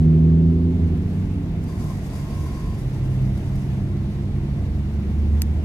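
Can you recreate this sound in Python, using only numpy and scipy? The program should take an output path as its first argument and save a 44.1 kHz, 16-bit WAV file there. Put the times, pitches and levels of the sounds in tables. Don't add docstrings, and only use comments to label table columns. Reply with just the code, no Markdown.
import sys
import numpy as np
from scipy import signal
from scipy.fft import rfft, irfft, next_fast_len
from scipy.io import wavfile

SR = 44100
rng = np.random.default_rng(int(sys.argv[2]) if len(sys.argv) > 2 else 0)


def generate_wav(sig):
    pcm = np.round(np.clip(np.atleast_2d(sig).T, -1, 1) * 32767).astype(np.int16)
    wavfile.write(sys.argv[1], SR, pcm)


def decibels_to_gain(level_db):
    exponent = np.asarray(level_db, float) / 20
    return 10 ** exponent


N = 248724
LEFT_LEAD_RAD = .22

# start_s, level_db, turn_db (2nd minus 1st order)
LOAD = [(0, -16.5, 2.5), (.15, -17, 7.5), (.5, -17.5, 0.5), (.9, -21.5, -3), (1.05, -28, 4),
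        (1.35, -31, -1), (1.62, -30.5, 6), (2.1, -36, 2), (2.35, -31.5, 1.5), (2.72, -34, -6.5),
        (2.88, -37.5, 21), (3.3, -28, 8.5), (3.8, -35.5, 18.5), (4.1, -31, 5), (4.55, -29.5, 3),
        (4.85, -28.5, -9.5), (5.35, -28.5, -20), (5.64, -31.5, -20)]
# start_s, pressure_db (as hiss level)
PRESSURE = [(0, -62.5), (.05, -70.5), (.4, -78), (1.12, -66.5), (1.6, -71), (1.65, -63), (1.78, -59),
            (1.9, -54), (2, -60), (2.17, -53.5), (2.4, -56.5), (2.8, -59.5), (3.05, -61.5), (3.18, -63),
            (3.4, -63.5), (3.6, -62.5), (3.92, -68), (5.64, -66.5)]


def rms_one(x):
    return x / np.sqrt(np.mean(x ** 2) + 1e-20)


def in_time(rows):
    s, *columns = np.transpose(rows)
    return [np.interp(np.arange(N) / SR, s, c) for c in columns]


def at_hz(points, hz):
    point_hz, value = np.transpose(points)
    return np.interp(np.log(hz), np.log(point_hz), value)


def swell(start_s, end_s, db, edge_s):
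    t = np.arange(N) / SR
    return decibels_to_gain(db) * np.clip(np.minimum(t - start_s, end_s - t) / edge_s + .5, 0, 1)


def drift(rate_hz):
    r = np.exp(-80 * np.pi * rate_hz / SR)
    slow = signal.lfilter([1], [1, -2 * r, r * r], rng.standard_normal(N // 40 + 2002))[2000:]
    return np.interp(np.arange(N) / 40, np.arange(len(slow)), rms_one(slow))


def ring(clicks, hz, t60_s):
    r = decibels_to_gain(-60 / (t60_s * SR))
    w = 2 * np.pi * hz / SR
    return signal.lfilter([0, np.sin(w)], [1, -2 * r * np.cos(w), r * r], clicks + 1e-18)


def band_pass(x, degree, low_hz, high_hz):
    return signal.sosfilt(signal.butter(degree, [low_hz, high_hz], "band", fs=SR, output="sos"), x)


def ports(hz):
    # freq_hz, left_minus_right_db
    tilt = [(60, -1.5), (92, -1.5), (140, -1.0), (210, -0.5), (330, -0.5), (500, 1.5), (770, 5.5),
            (1170, 3.5), (1790, -0.5), (2740, -1.0), (4190, 0.0), (6410, 0.0), (9810, -0.5), (15000, 3.5)]
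    return decibels_to_gain(at_hz(tilt, hz) / 2 * np.array([[1], [-1]]))


def banded_noise(spectrum, patchy_db, alike_more=0.):
    # freq_hz, left_right_likeness
    likeness = [(60, 0.97), (99, 0.97), (160, 0.97), (270, 0.96), (450, 0.84), (740, 0.8), (1220, 0.13),
                (2010, -0.12), (3330, -0.42), (5500, -0.01), (9080, 0.13), (15000, 0.25)]
    first_hz, last_hz = spectrum[0][0], spectrum[-1][0]
    edges_hz = first_hz * 2 ** np.arange(0, np.log2(last_hz / first_hz), 1 / 3)
    white = rng.standard_normal((2, 2, N + SR // 4))
    together, out = drift(2.5), 0
    for k, (low_hz, high_hz) in enumerate(zip(edges_hz, edges_hz[1:])):
        mid, side = band_pass(white[k % 2], 2, low_hz, high_hz)[:, -N:]
        hz = np.sqrt(low_hz * high_hz)
        alike = np.clip(at_hz(likeness, hz) / np.cos(LEFT_LEAD_RAD) + alike_more, -1, .997)
        flicker_db = patchy_db * (0.21 * together + drift(8.1))
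        gain = decibels_to_gain(at_hz(spectrum, hz) + flicker_db) * ports(hz)
        out = out + gain * (np.sqrt(1 + alike) * mid + np.sqrt(1 - alike) * side * [[1], [-1]])
    return out / np.sqrt(np.mean(out.mean(axis=0) ** 2))


def order(turns, multiple, db, flutter_db, wander_rad):
    phase = 2 * np.pi * (multiple * turns + rng.random()) + wander_rad * drift(6.1)
    return np.sqrt(2) * decibels_to_gain(db + flutter_db * drift(4.4)) * np.sin(phase)


def engine():
    # start_s, firing_hz
    speed = [(0, 79.3), (.15, 79.5), (.45, 82.3), (.74, 84.3), (.9, 81.6), (1.05, 78.6), (1.2, 78),
             (1.4, 79.8), (1.6, 80.5), (2.15, 70.4), (2.33, 71.7), (2.76, 71.8), (2.84, 64.2), (3.3, 65.3),
             (4.05, 67.5), (4.55, 70.4), (5.05, 73.3), (5.64, 76.5)]
    # thirds_of_firing_rate, level_db
    uneven = [(4, -9), (7, 2.5), (8, -14.5), (10, -4.5), (11, -9), (12, -8.5), (13, 0.5)]
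    # start_s, end_s, order, level_db
    whine = [
        (-.2, .85, 5, -44),
        (2.92, 3.5, 5, -44),
        (2.45, 2.82, 3, -37),
        (2.36, 2.74, 14, -53),
        (2.29, 2.74, 15, -50.5),
    ]
    turns = np.cumsum(in_time(speed)[0]) / SR
    level_db, turn_db = in_time(LOAD)
    main_db = level_db - turn_db / 2, level_db + turn_db / 2, level_db - 7
    low = sum(order(turns, k + 1, db, flutter_db=1.48, wander_rad=0.059) for k, db in enumerate(main_db))

    uneven_db = -46.5 + 0.95 * (level_db + 28.5)
    thirds = sum(order(turns, round(third) / 3., uneven_db + db, flutter_db=1.5, wander_rad=0.41)
                 for third, db in uneven)
    off_throttle = swell(1.12, 1.7, 0, edge_s=.15)
    low = low + (1 - off_throttle) * thirds

    high = sum(ports(70 * k) * swell(a, b, db, edge_s=.05)
               * order(turns, k, 0, flutter_db=0.3, wander_rad=.2) for a, b, k, db in whine)
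    return low * ports(95) + high


def exhaust():
    level_db = in_time(LOAD)[0]
    hiss = band_pass(rng.standard_normal((2, N)), 2, 2400, 4000)
    return decibels_to_gain(-78.5 + (level_db + 29.5)) * rms_one(hiss)


def rubbing():
    # freq_hz, density_db_per_hz
    rub_colour = [(2940, -25.5), (5000, 1), (6340, -2), (8470, -4.5), (10700, -4), (13400, -10),
                  (15000, -9), (15900, -16)]
    # centre_hz, width_hz, level_db
    hollows = [
        (695, 290, -9),
        (2030, 300, 8),
        (3720, 330, 1.5),
        (6140, 510, 0),
    ]
    # centre_hz, width_hz, level_db
    squeaks = [
        (1040, 50, -3.5),
        (4660, 200, -4),
    ]
    # start_s, end_s, low_squeak_db, high_squeak_db
    strokes = [
        (1.66, 1.82, -53, -62),
        (1.82, 1.94, -47, -70),
        (2.08, 2.36, -55, -58),
        (2.45, 2.78, -60, -60),
        (2.98, 3.06, -54, -70),
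    ]
    pressure_db, = in_time(PRESSURE)
    grain = decibels_to_gain(1.0 * drift(60) + 1.4 * drift(13))
    hiss = banded_noise(rub_colour, patchy_db=-0.5, alike_more=.1)
    noise = 0.73 * rng.standard_normal(N) + .5 * rng.standard_normal((2, N))

    def rung(hz, width_hz):
        return ports(hz) * rms_one(ring(noise, hz, 1.9 / width_hz))

    hollow_db = -73 + 0.52 * (pressure_db + 67)
    hollow = sum(decibels_to_gain(hollow_db + db) * rung(hz, width_hz) for hz, width_hz, db in hollows)
    squeak = 0
    for k, (hz, width_hz, db) in enumerate(squeaks):
        stroke_gain = sum(swell(a, b, levels_db[k], edge_s=.04) for a, b, *levels_db in strokes)
        steady_gain = decibels_to_gain([-60, -74.5][k] + 0.33 * (pressure_db + 65))
        squeak = squeak + decibels_to_gain(db) * (steady_gain + stroke_gain) * rung(hz, width_hz)
    return grain * (decibels_to_gain(pressure_db) * hiss + hollow + squeak)


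def click():
    # start_s, left_db, right_db
    contacts = [
        (5.4193, -5.5, -12.5),
        (5.4204, -21, -20),
        (5.4240, -31, -35),
    ]
    # freq_hz, level_db, t60_s
    plastic_modes = [(1910, -10.5, 0.0031), (2820, -11, 0.0042), (4350, -7, 0.0036), (5840, -3, 0.0018),
                     (8270, -11, 0.0069), (10410, -6.5, 0.0035), (12360, 1.5, 0.0016), (14000, -4, .002)]
    hits = np.zeros((2, N))
    for s, left_db, right_db in contacts:
        hits[0, round(s * SR)] += decibels_to_gain(left_db)
        hits[1, round(s * SR) + 4] += decibels_to_gain(right_db)
    tick = 0
    for k, (hz, db, t60_s) in enumerate(plastic_modes):
        right_tilt = decibels_to_gain([[0], [6 - .7 * hz / 1000]])
        tick = tick + decibels_to_gain(db - 2.5) * right_tilt * (-1) ** k * ring(hits, hz, t60_s)
    since = np.maximum(np.arange(N) / SR - contacts[0][0], 0) / .0035
    echoes = since * np.exp(1 - since) * rng.standard_normal((2, N))
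    return tick + decibels_to_gain(-36) * band_pass(echoes, 2, 6500, 11500)


def snaps():
    # start_s, peak_db, centre_hz
    blade_snaps = [(.189, -54, 7000), (.29, -57, 12100), (.879, -57, 10000), (.972, -53, 10500),
                   (1.099, -50, 11500), (1.489, -56, 12000), (1.638, -41, 11000), (1.685, -43, 9800),
                   (1.729, -51, 9500), (1.842, -41, 13200), (1.904, -45, 11000), (2.099, -49, 7700),
                   (2.134, -45, 6900), (2.184, -46, 13000), (3.219, -43, 4700), (3.221, -47, 13500),
                   (3.254, -50, 3700), (3.375, -39, 4500), (3.376, -44, 12500), (3.454, -53, 11000),
                   (3.554, -46, 4600), (3.556, -44, 11900), (3.65, -54, 13100), (3.969, -42, 4700),
                   (4.929, -55, 12000), (4.999, -53, 10500)]
    out, t = np.zeros((2, N)), np.arange(SR // 20) / SR
    high_pass = signal.butter(2, 3500, "high", fs=SR, output="sos")
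    for s, db, hz in blade_snaps:
        puff = rng.standard_normal((2, len(t)))
        broad = signal.sosfilt(high_pass, puff)
        top = band_pass(puff, 1, 0.65 * hz, min(1.25 * hz, .45 * SR))
        shape = np.exp(-t / .005) * decibels_to_gain([[1.5], [-1.5]])
        i = round(s * SR)
        out[:, i:i + len(t)] += decibels_to_gain(db - 8) * (.3 * broad + 1.7 * top) * shape
    return out


def knocks():
    # start_s, peak_db
    taps = [
        (0.037, -39.5),
        (0.155, -40),
        (0.3, -33),
        (1.508, -41.5),
    ]
    hits = np.zeros(N)
    for s, db in taps:
        hits[round(s * SR)] = decibels_to_gain(db)
    case = decibels_to_gain(-3.5) * ring(hits, 620, .012)
    case = case + decibels_to_gain(-10.5) * ring(hits, 1800, 0.01) + decibels_to_gain(-12.5) * ring(hits, 3200, 0.0033)
    return ports(700) * case


def steady_engine():
    # start_s, cycle_hz, level_db
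    far_engine = [(0, 46.1, -32), (.5, 47.16, -35.5), (1.2, 47.28, -25.5), (1.7, 47.26, -35.5),
                  (2.5, 47.59, -37), (3.2, 48.4, -32.5), (4, 48.74, -30), (4.8, 48.84, -31),
                  (5.64, 48.72, -35.5)]
    far_orders_db = [-16, 0.5, -3]
    # start_s, end_s, order, level_db
    far_swells = [
        (.85, 1.5, 6, -38),
        (2.65, 3.8, 1, -33),
        (3.7, 4.5, 7, -42),
    ]
    hz, level_db = in_time(far_engine)
    turns = np.cumsum(hz) / SR
    hum = sum(order(turns, 2 ** k, level_db + db, flutter_db=0.94, wander_rad=.15)
              for k, db in enumerate(far_orders_db))
    swells = sum(swell(a, b, db, edge_s=.15) * order(turns, k, 0, flutter_db=4.0, wander_rad=0.22)
                 for a, b, k, db in far_swells)
    return ports(120) * (hum + swells)


def roar():
    # freq_hz, density_db_per_hz
    roar_low = [(18, -20.5), (26, -8.5), (40, -2), (58, -1), (110, -1.5), (160, -5), (230, -9.5),
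                (330, -28)]
    # freq_hz, density_db_per_hz
    roar_mid = [(120, -18.5), (200, -3), (290, -1), (400, -0.5), (480, -19), (620, -27)]
    # freq_hz, density_db_per_hz
    air_colour = [(290, -29), (500, -6), (561, -3.5), (639, 0.5), (806, -4.5), (1280, -10), (2120, -10),
                  (3330, -16), (3730, -16), (6110, -27), (7060, -27.5), (13900, -34.5), (15900, -42)]
    t = np.arange(N) / SR
    pressure_db, = in_time(PRESSURE)
    deep = decibels_to_gain(-28 + 0.23 * t) * banded_noise(roar_low, patchy_db=0.43)
    upper_db = -39 + 7.5 * np.exp(-(t / 1.2) ** 2)
    upper = decibels_to_gain(upper_db) * banded_noise(roar_mid, patchy_db=0.1)
    air_db = -48 + 0.16 * (pressure_db + 66)
    return deep + upper + decibels_to_gain(air_db) * banded_noise(air_colour, patchy_db=0.97)


def scene():
    near = rubbing() + click() + snaps() + knocks()
    return engine() + exhaust() + near + steady_engine() + roar()


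def roll_off(x):
    return signal.sosfilt(signal.butter(12, 16020, fs=SR, output="sos"), x)


def record(dry):
    fade = np.r_[np.ones(N), np.hanning(SR // 2)[-SR // 4:]]
    longer = np.pad(dry, ((0, 0), (0, SR // 4)), "reflect", reflect_type="odd") * fade
    size = next_fast_len(N + SR // 2)
    turn = np.exp(.5j * LEFT_LEAD_RAD * np.array([[1], [-1]]))
    led = irfft(rfft(longer, size) * turn, size)[:, :N]
    cut = signal.sosfilt(signal.ellip(10, .5, 60, 15500, fs=SR, output="sos"), led)
    return roll_off(cut)


dry = scene()
out = record(dry)
generate_wav(out)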